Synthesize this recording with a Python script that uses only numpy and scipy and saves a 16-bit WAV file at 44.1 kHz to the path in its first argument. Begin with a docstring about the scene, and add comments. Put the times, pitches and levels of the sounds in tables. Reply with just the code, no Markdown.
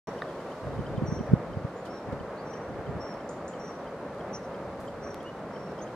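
"""First comes a steady rumble of far traffic and wind over dry brush, and a stick knocks once.
Gusts then buffet the microphone, their swirls of air landing as soft thumps. Small birds whistle
and chirp in gliding tones that the thicket scatters, and a faint pip repeats. Twigs snap in
bursts of crackle under a walking pheasant, and one dry click sounds near the end."""
import sys
import numpy as np
from scipy import signal
from scipy.fft import rfft, irfft
from scipy.io import wavfile

SR = 44100
rng = np.random.default_rng(int(sys.argv[2]) if len(sys.argv) > 2 else 0)


def bounce(signal):
    """Save signal as a 16-bit WAV file at the path given by the first command-line argument."""
    frames = np.transpose(np.atleast_2d(signal))
    limited = np.clip(frames, -1, 1)
    pcm = np.round(limited * 32767).astype(np.int16)
    wavfile.write(sys.argv[1], SR, pcm)


N = 262395
T = np.arange(N) / SR

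# how alike the left and right sides are: (frequency [Hz], likeness [1 = the same, 0 = unrelated])
STEREO_LIKENESS = [(60, 1), (200, 1), (500, 0.99), (1170, 0.92), (1790, 0.82), (2740, 0.23), (4200, 0.049),
                   (6400, 0.059), (14000, -0.26)]
# tone colour of dry plants cracking: (frequency [Hz], relative level [dB])
CRACK_SPECTRUM = [(1000, -9), (3500, 10), (7000, 1), (11000, -2.5), (15500, -14)]


def from_db(db):
    """Turn decibels into a number to multiply by."""
    return 10 ** (np.asarray(db) / 20)


def rms_one(x):
    """Scale a signal so its average strength (rms) is 1."""
    return x / np.sqrt(np.mean(x ** 2) + 1e-20)


def in_time(rows):
    """Join rows of (time, values...) with straight lines, one curve for each value."""
    times, *columns = np.transpose(rows)
    return [np.interp(T, times, column) for column in columns]


def at_hz(points, hz):
    """Read between rows of (frequency, value), giving every octave equal room."""
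    frequencies, values = np.transpose(points)
    return np.interp(np.log(hz), np.log(frequencies), values)


def drift(rate_hz):
    """A smooth random wobble of typical size 1; a higher rate wobbles faster."""
    step, warm_up = 40, 2000  # one random value every 40 samples
    pole = np.exp(-2 * np.pi * rate_hz * step / SR)
    draws = rng.standard_normal(N // step + warm_up + 2)
    smooth = signal.lfilter([1], [1, -2 * pole, pole * pole], draws)[warm_up:]
    return np.interp(np.arange(N) / step, np.arange(len(smooth)), rms_one(smooth))


def noise(spectrum, likeness=STEREO_LIKENESS):
    """Stereo noise of strength 1 with a given tone colour, fading steeply outside its range."""
    hz = np.maximum(np.arange(N // 2 + 1) * SR / N, 1)
    edges = np.minimum(1, np.minimum(hz / spectrum[0][0], spectrum[-1][0] / hz)) ** 6
    mid, side = rfft(rng.standard_normal((2, N))) * from_db(at_hz(spectrum, hz)) * edges
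    alike = np.clip(at_hz(likeness, hz), -.999, .999)
    return rms_one(irfft(np.sqrt(1 + alike) * mid + np.sqrt(1 - alike) * side * [[1], [-1]], N))


def tone(hz):
    """A pure tone of strength 1 that follows a pitch curve."""
    return np.sqrt(2) * np.sin(2 * np.pi * np.cumsum(hz) / SR)


def gate(start, end, edge_s):
    """Fade in at the start, hold, and fade out by the end."""
    return np.clip(np.minimum(T - start, end - T) / edge_s, 0, 1)


def swell(start, length_s, rise_share):
    """Rise smoothly for a share of the length, then fall smoothly."""
    crest = start + length_s * rise_share
    return np.sin(np.pi / 2 * np.interp(T, [start, crest, start + length_s], [0, 1, 0]))


def from_left(x, lag_s=.00004):
    """Sound from the left reaches the right side a little later."""
    return np.array([x, np.interp(T - lag_s, T, x)])


def air(rumble_gain_db, hiss_gain_db, waver_db):
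    """Far traffic and wind waver slightly, with a growing engine drone below and a hiss above."""
    # tone colour of each layer: (frequency [Hz], relative level [dB])
    rumble_spectrum = [(22, -27), (64, -12), (104, -9.5), (170, -3.5), (230, -4), (350, -4), (450, -1),
                       (560, 1.57), (740, -6), (945, -8.5), (1150, -9.5), (2000, -20), (2800, -31)]
    drone_spectrum = [(120, -9), (175, -1), (235, -4.5)]
    hiss_spectrum = [(2200, -6), (2750, -3.5), (3100, -3.5), (4300, -5), (6560, -11), (10000, -17),
                     (13000, -22), (15000, -32)]
    # loudness before the gains are added: (time [s], rumble [dB], hiss [dB])
    air_levels = [(0.3, -38, -75), (0.56, -39.5, -75), (1.26, -39, -78), (2.9, -39, -78.5),
                  (3.6, -38.5, -78.5), (4.5, -39.5, -78), (5.66, -39.5, -78.5), (5.8, -41, -77.5)]
    # loudness of the far engines: (time [s], level [dB])
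    drone_levels = [(.3, -69), (2.5, -56), (4.2, -50), (5.8, -50)]
    rumble_db, hiss_db = in_time(air_levels)
    rumble = from_db(rumble_db + rumble_gain_db + waver_db * drift(8.7)) * noise(rumble_spectrum)
    drone = from_db(in_time(drone_levels)[0]) * noise(drone_spectrum)
    hiss = from_db(hiss_db + hiss_gain_db) * noise(hiss_spectrum)
    return rumble + drone + hiss


def settling_leaves(level_db, ticks_per_s, decay_s):
    """Dry leaves and needles tick faintly as they settle."""
    ticks = (rng.random(N) < ticks_per_s / SR) * rng.uniform(0.43, 1, N)
    fading = signal.lfilter([1], [1, -np.exp(-1 / (decay_s * SR))], ticks + 1e-18)
    return from_db(level_db) * fading * noise(CRACK_SPECTRUM)


def hidden_birds(level_db, low_hz, high_hz, length_s, count):
    """Birds deep in the brush sing short, faint glides at random times."""
    pitch, level = np.full(N, float(low_hz)), np.zeros(N)
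    for when, height, slope, softness in rng.random((count, 4)):
        progress = (T - when * T[-1]) / length_s
        on = (progress > 0) & (progress < 1)
        glide_octaves = (slope - .5) * progress[on] * .5
        pitch[on] = low_hz * (high_hz / low_hz) ** height * 2 ** glide_octaves
        level[on] = from_db(level_db - 6 * softness) * np.sin(np.pi * progress[on])
    return level * tone(pitch)


def pips(gain_db, upper_hz, upper_db, tail_db):
    """Tiny bursts of tone with a weak tail, each followed at once by a faint higher note."""
    # the pips, mostly three a second: (time [s], relative level [dB])
    pip_events = [(.188, -48), (.298, -57), (.403, -53), (.52, -50.5), (.795, -56), (.867, -47),
                  (.977, -49.5), (1.192, -51.5), (1.535, -50.5), (1.867, -50.5), (2.202, -50.5),
                  (2.538, -52.5), (2.87, -52.5), (3.206, -55), (3.538, -50.5), (3.874, -51.5),
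                  (4.209, -50.5), (4.547, -52.5), (4.882, -48), (5.207, -51.5), (5.563, -49.5),
                  (5.79, -51.5), (5.875, -51.5)]
    width_s, tail_s, upper_delay_s = .0033, .012, .0035
    pitch_hz, rise_hz_per_s = 3075, 6.6
    level, waver = np.zeros(N), drift(169)
    for time, db in pip_events:
        near = np.abs(T - time) < .05
        age = T[near] - time
        burst = np.exp(-(age / width_s) ** 2)
        tail = (age > 0) * from_db(tail_db) * np.exp(-np.abs(age) / tail_s)
        level[near] += from_db(db + gain_db) * np.maximum(burst, tail)
    upper = from_db(upper_db) * np.interp(T - upper_delay_s, T, level) * tone(upper_hz + 200 * waver)
    return level * tone(pitch_hz + rise_hz_per_s * T + 50 * waver) + upper


def twig_snaps(grain_db):
    """Twigs break underfoot in fading bursts of crackle; the thinner the twig, the higher it sounds."""
    # breaking twigs: (time [s], relative level [dB], time to fade by 60 dB [s], low cut [Hz])
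    snaps = [(1.852, -52.5, .16, 1200), (2.122, -58, .12, 1500), (4.798, -51.5, 0.36, 8500),
             (5.228, -52, .045, 7000)]
    crackle = rms_one(from_db(grain_db * drift(400))) * noise(CRACK_SPECTRUM)
    out = np.zeros((2, N))
    for start, db, fade_s, low_hz in snaps:
        level = (T >= start) * from_db(db - 60 * np.clip((T - start) / fade_s, 0, 3))
        out += level * signal.sosfilt(signal.butter(2, low_hz, "high", fs=SR, output="sos"), crackle)
    return out


def stick_knock(high_cut_hz):
    """One soft knock makes a stick ring briefly at several pitches."""
    # the knock: (time [s], strength of the hit [dB])
    knocks = [(0.2198, -28.5)]
    # how the wood rings: (pitch [Hz], relative level [dB], time to fade by 60 dB [s])
    wood_tones = [(1185, 2, 0.028), (1560, 1, 0.015), (1790, 1, 0.032), (1930, 0.5, .015),
                  (3800, -8.5, 0.016), (4830, -18, 0.015)]
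    hits, out = np.zeros(N), np.zeros(N)
    for time, db in knocks:
        hits[round(time * SR)] = from_db(db)
    for k, (hz, db, fade_s) in enumerate(wood_tones):
        decay, angle = from_db(-60 / (fade_s * SR)), 2 * np.pi * hz / SR  # both per sample
        ring = signal.lfilter([0, np.sin(angle)], [1, -2 * decay * np.cos(angle), decay ** 2],
                              hits + 1e-18)
        out += (-1) ** k * from_db(db) * ring
    return signal.sosfilt(signal.butter(3, high_cut_hz, fs=SR, output="sos"), out)


def dry_click(time_s, peak_db, decay_s):
    """The air pressure jumps and falls back at once."""
    return (T >= time_s) * from_db(peak_db) * np.exp(-np.abs(T - time_s) / decay_s)


def thicket(x, gain_db, fade_s, build_s):
    """Countless stems scatter sound into a soft tail, different on each side."""
    age = T[:SR]
    tail = rng.standard_normal((2, SR)) * from_db(-60 * age / fade_s) * np.minimum(age / build_s, 1)
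    tail = tail / np.sqrt(np.sum(tail ** 2) / 2)
    return from_db(gain_db) * signal.fftconvolve(x[None], tail, axes=1)[:, :N]


def whistles(gain_db, flutter_db, upper_db, unsteady_hz):
    """A far bird's thin, arching notes flutter through the leaves, with a faint second voice above."""
    # the notes: (time [s], length [s], pitch [Hz], relative level [dB], pitch swing [Hz],
    # time of the arch's top [s], arch rate [Hz], second voice [Hz], quiver depth [0-1])
    notes = [(.0, .11, 5660, -58, 80, .07, 8, 6500, .1),
             (1.059, .131, 5790, -51.3, 95, 1.135, 12.5, 6750, .1),
             (1.755, .07, 6790, -66, 70, 1.80, 8, 7400, .1),
             (1.885, .118, 5480, -61, 125, 1.951, 8, 6200, .15),
             (2.445, .155, 5790, -61.5, 35, 2.54, 7, 7150, .35),
             (2.992, .145, 5495, -56.7, 90, 3.062, 6.5, 6080, .05),
             (3.587, .138, 5750, -56.2, 55, 3.662, 8.5, 6750, .12),
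             (5.014, .135, 5740, -58.8, 35, 5.05, 6, 6550, .4),
             (5.51, .22, 5500, -66.5, 45, 5.62, 4.5, 6200, .4)]
    droop_hz, droop_s = 60.5, 0.0259  # each note sags as it ends
    quivers_per_s, quiver_hz = 31, 50  # a quiver shakes loudness and pitch together
    pitch, upper_pitch, level = np.zeros((3, N))
    for start, length, hz, db, swing_hz, crest, arches_per_s, upper_hz, quiver_depth in notes:
        arch = swing_hz * np.cos(2 * np.pi * arches_per_s * (T - crest))
        droop = droop_hz * np.clip(1 + (T - start - length) / droop_s, 0, 1)
        quiver = quiver_depth * np.cos(2 * np.pi * quivers_per_s * (T - start))
        bend = arch - droop + quiver_hz * quiver
        pitch = np.where(T >= start, hz + bend, pitch)
        upper_pitch = np.where(T >= start, upper_hz + bend, upper_pitch)
        level += from_db(db + gain_db) * gate(start, start + length, edge_s=0.016) * (1 + quiver)
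    voice = tone(pitch + unsteady_hz * drift(120))
    upper_voice = from_db(upper_db) * tone(upper_pitch + 70 * drift(60))
    return level * from_db(flutter_db * drift(45)) * (voice + upper_voice)


def chirps():
    """Nearer birds sing raspy glides. Returns the direct sound and the part that enters the thicket."""
    # the chirps: (time [s], length [s], first pitch [Hz], target pitch [Hz], glide time [s], level [dB],
    # rasp [Hz], second voice strength [0-1], share spent rising [0-1], part sent to the thicket [dB])
    calls = [(.272, .045, 3700, 2900, .03, -63, 60, 0, .5, -10),
             (.945, .05, 4000, 3200, .03, -64, 60, 0, .4, -10),
             (1.945, .065, 4300, 3300, .05, -67, 40, 0, .3, -6),
             (2.365, .065, 3800, 6000, .075, -61, 130, 0, .3, -6),
             (3.2893, .011, 4200, 7150, .0019, -48.3, 220, .45, .22, -3.5),
             (3.4787, .017, 4200, 7130, .0018, -49.2, 130, .42, .14, -5),
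             (4.868, .022, 7250, 7400, .006, -62, 30, 0, .3, -6),
             (5.243, .075, 2620, 2935, .013, -52, 20, 0, .42, -10.5),
             (5.783, .025, 5250, 5450, .01, -63, 110, .4, .4, -10),
             (5.802, .008, 2400, 3700, .004, -56, 60, 0, .4, -10),
             (5.811, .036, 5750, 6650, .016, -51, 90, 0, .45, -14)]
    second_pitch_ratio, second_rasp_hz, rasps_per_s = 1.18, 340, 450
    direct, to_thicket = np.zeros(N), np.zeros(N)
    rasp, second_rasp = drift(rasps_per_s), second_rasp_hz * drift(rasps_per_s)
    for start, length, first_hz, target_hz, glide_s, db, rasp_hz, second, rise_share, send_db in calls:
        glide_left = np.exp(-np.clip(T - start, 0, length) / glide_s)
        hz = target_hz + (first_hz - target_hz) * glide_left + rasp_hz * rasp
        voices = tone(hz) + second * tone(hz * second_pitch_ratio + second_rasp)
        chirp = from_db(db) * swell(start, length, rise_share) * voices
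        direct += chirp
        to_thicket += from_db(send_db) * chirp
    return direct, to_thicket


def falling_call(start_s, warbles_per_s, rise_share):
    """The two sides of a bird's voice box slide down, warbling together and beating against each other."""
    # the two voices: (length [s], first pitch [Hz], last pitch [Hz], warble depth [Hz], level [dB])
    voices = [(0.058, 5980, 5160, 160, -44), (.075, 6270, 6030, 40, -48)]
    warble = -np.cos(2 * np.pi * warbles_per_s * (T - start_s))
    out = np.zeros(N)
    for length, first_hz, last_hz, depth_hz, db in voices:
        hz = np.interp(T, [start_s, start_s + length], [first_hz, last_hz]) + depth_hz * warble
        out += from_db(db) * swell(start_s, length, rise_share) ** 2 * tone(hz)
    return out


def birds():
    """Birds off to the left, with one short echo and the scattered sound of the thicket."""
    deep = hidden_birds(level_db=-71, low_hz=3400, high_hz=7400, length_s=.035, count=18)
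    far = whistles(gain_db=-0.2, flutter_db=2.0, upper_db=-18, unsteady_hz=20) + deep
    near, to_thicket = chirps()
    nearest = falling_call(start_s=4.323, warbles_per_s=42, rise_share=0.47)
    echo = from_db(-18.5) * np.interp(T - 0.091, T, far + nearest)  # 91 ms late
    far_tail = thicket(far, gain_db=-7.5, fade_s=0.53, build_s=0.031)
    near_tail = thicket(to_thicket + from_db(-18) * nearest, gain_db=1.5, fade_s=0.43, build_s=0.0031)
    return from_left(far + echo + near + nearest) + far_tail + near_tail


def swirl(age, hz, focus):
    """A swirl of air: a pressure dip between two humps. More focus gives it a clearer pitch."""
    return -np.real((1 - 2j * np.pi * hz * age / focus) ** -(focus + 1))


def wind_on_microphone(lumpy_db, likeness, crossing_s, low_cut_hz):
    """Gusts of rough air rise, hold and die away; single swirls thump, the strong ones more sharply."""
    # tone colour of the buffeting: (frequency [Hz], relative level [dB])
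    buffet_spectrum = [(25, -22), (45, 1), (75, 1.5), (120, 3), (180, -4), (260, -8.5), (400, -9),
                       (700, -31)]
    # the gusts: (time [s], length [s], level [dB])
    gusts = [(0.614, 0.39, -39), (0.74, 0.067, -34), (0.898, 0.32, -35), (1.282, 0.07, -34),
             (1.452, 0.16, -39.5), (2.056, 0.17, -41.5), (2.67, 0.12, -40.5), (2.85, 0.13, -37.5),
             (4.623, 0.55, -49.5)]
    # swirls hitting the microphone: (time [s], strength [dB], pitch [Hz], left over right [dB])
    swirls = [(0.674, -28, 124, -3), (0.793, -23.5, 155, -10), (0.95, -28, 170, -7),
              (0.983, -18.5, 154, -5), (1.024, -18, 198, -5), (1.038, -21, 149, 0), (1.089, -21, 136, 5),
              (1.126, -19.5, 175, -7), (1.21, -18, 165, -2.5), (1.32, -20.5, 150, -9),
              (1.3369, -4.5, 147, -3), (1.574, -19.5, 118, -3), (1.651, -19.5, 123, -1),
              (2.09, -27.5, 148, -2), (2.13, -24, 165, -3), (2.21, -27, 170, -1), (2.896, -26, 128, -8),
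              (2.97, -27.5, 130, 0)]
    breeze_db, breeze_db_per_s = -65.5, 2  # a light breeze slowly grows between gusts
    rise_s, fall_s = 0.01, 0.045
    core_db, core_pitch_ratio = -4.5, 2.74  # a swirl's sharp centre
    level = from_db(breeze_db + breeze_db_per_s * T)
    for start, length, db in gusts:
        rise = np.clip((T - start) / rise_s, 0, 1)
        fall = np.exp(-np.maximum(T - start - length, 0) / fall_s)
        level = np.maximum(level, from_db(db) * rise * fall)
    out = level * from_db(lumpy_db * drift(40)) * noise(buffet_spectrum, [(40, 1.0), (250, likeness)])
    sides = np.array([[.5], [-.5]])
    for time, db, hz, pan_db in swirls:
        near = np.abs(T - time) < .04
        age = T[near] - time + crossing_s * sides  # the swirl reaches the left side first
        thump = from_db(db + pan_db * sides) * swirl(age, hz, focus=7.5)
        # doubling the decibels makes the core grow with the square of the strength
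        core = from_db(2 * db + core_db) * swirl(age, hz * core_pitch_ratio, focus=22)
        out[:, near] += thump + core
    return signal.sosfiltfilt(signal.butter(1, low_cut_hz, "high", fs=SR, output="sos"), out)


def scene():
    """Air and wind all round, birds and pips to the left, and small dry sounds in the brush."""
    birdsong = birds()
    brush = (twig_snaps(grain_db=2.5)
             + settling_leaves(level_db=-54.5, ticks_per_s=5, decay_s=0.0018)
             + stick_knock(high_cut_hz=4960)
             + dry_click(time_s=5.1446, peak_db=-26.3, decay_s=.00011))
    pipping = from_left(pips(gain_db=-2.5, upper_hz=4840, upper_db=-10.5, tail_db=-9.5))
    background = air(rumble_gain_db=0.75, hiss_gain_db=16.0, waver_db=1.0)
    wind = wind_on_microphone(lumpy_db=1.5, likeness=0.73, crossing_s=.0008, low_cut_hz=48.5)
    return background + pipping + brush + birdsong + wind


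def record(dry):
    """The sound starts after a short silence, and the highest treble is cut away."""
    silence_s, high_cut_hz = .072, 15500
    treble_cut = signal.ellip(10, .2, 80, high_cut_hz, fs=SR, output="sos")
    return signal.sosfilt(treble_cut, dry * (T >= silence_s))


dry = scene()
out = record(dry)
bounce(out)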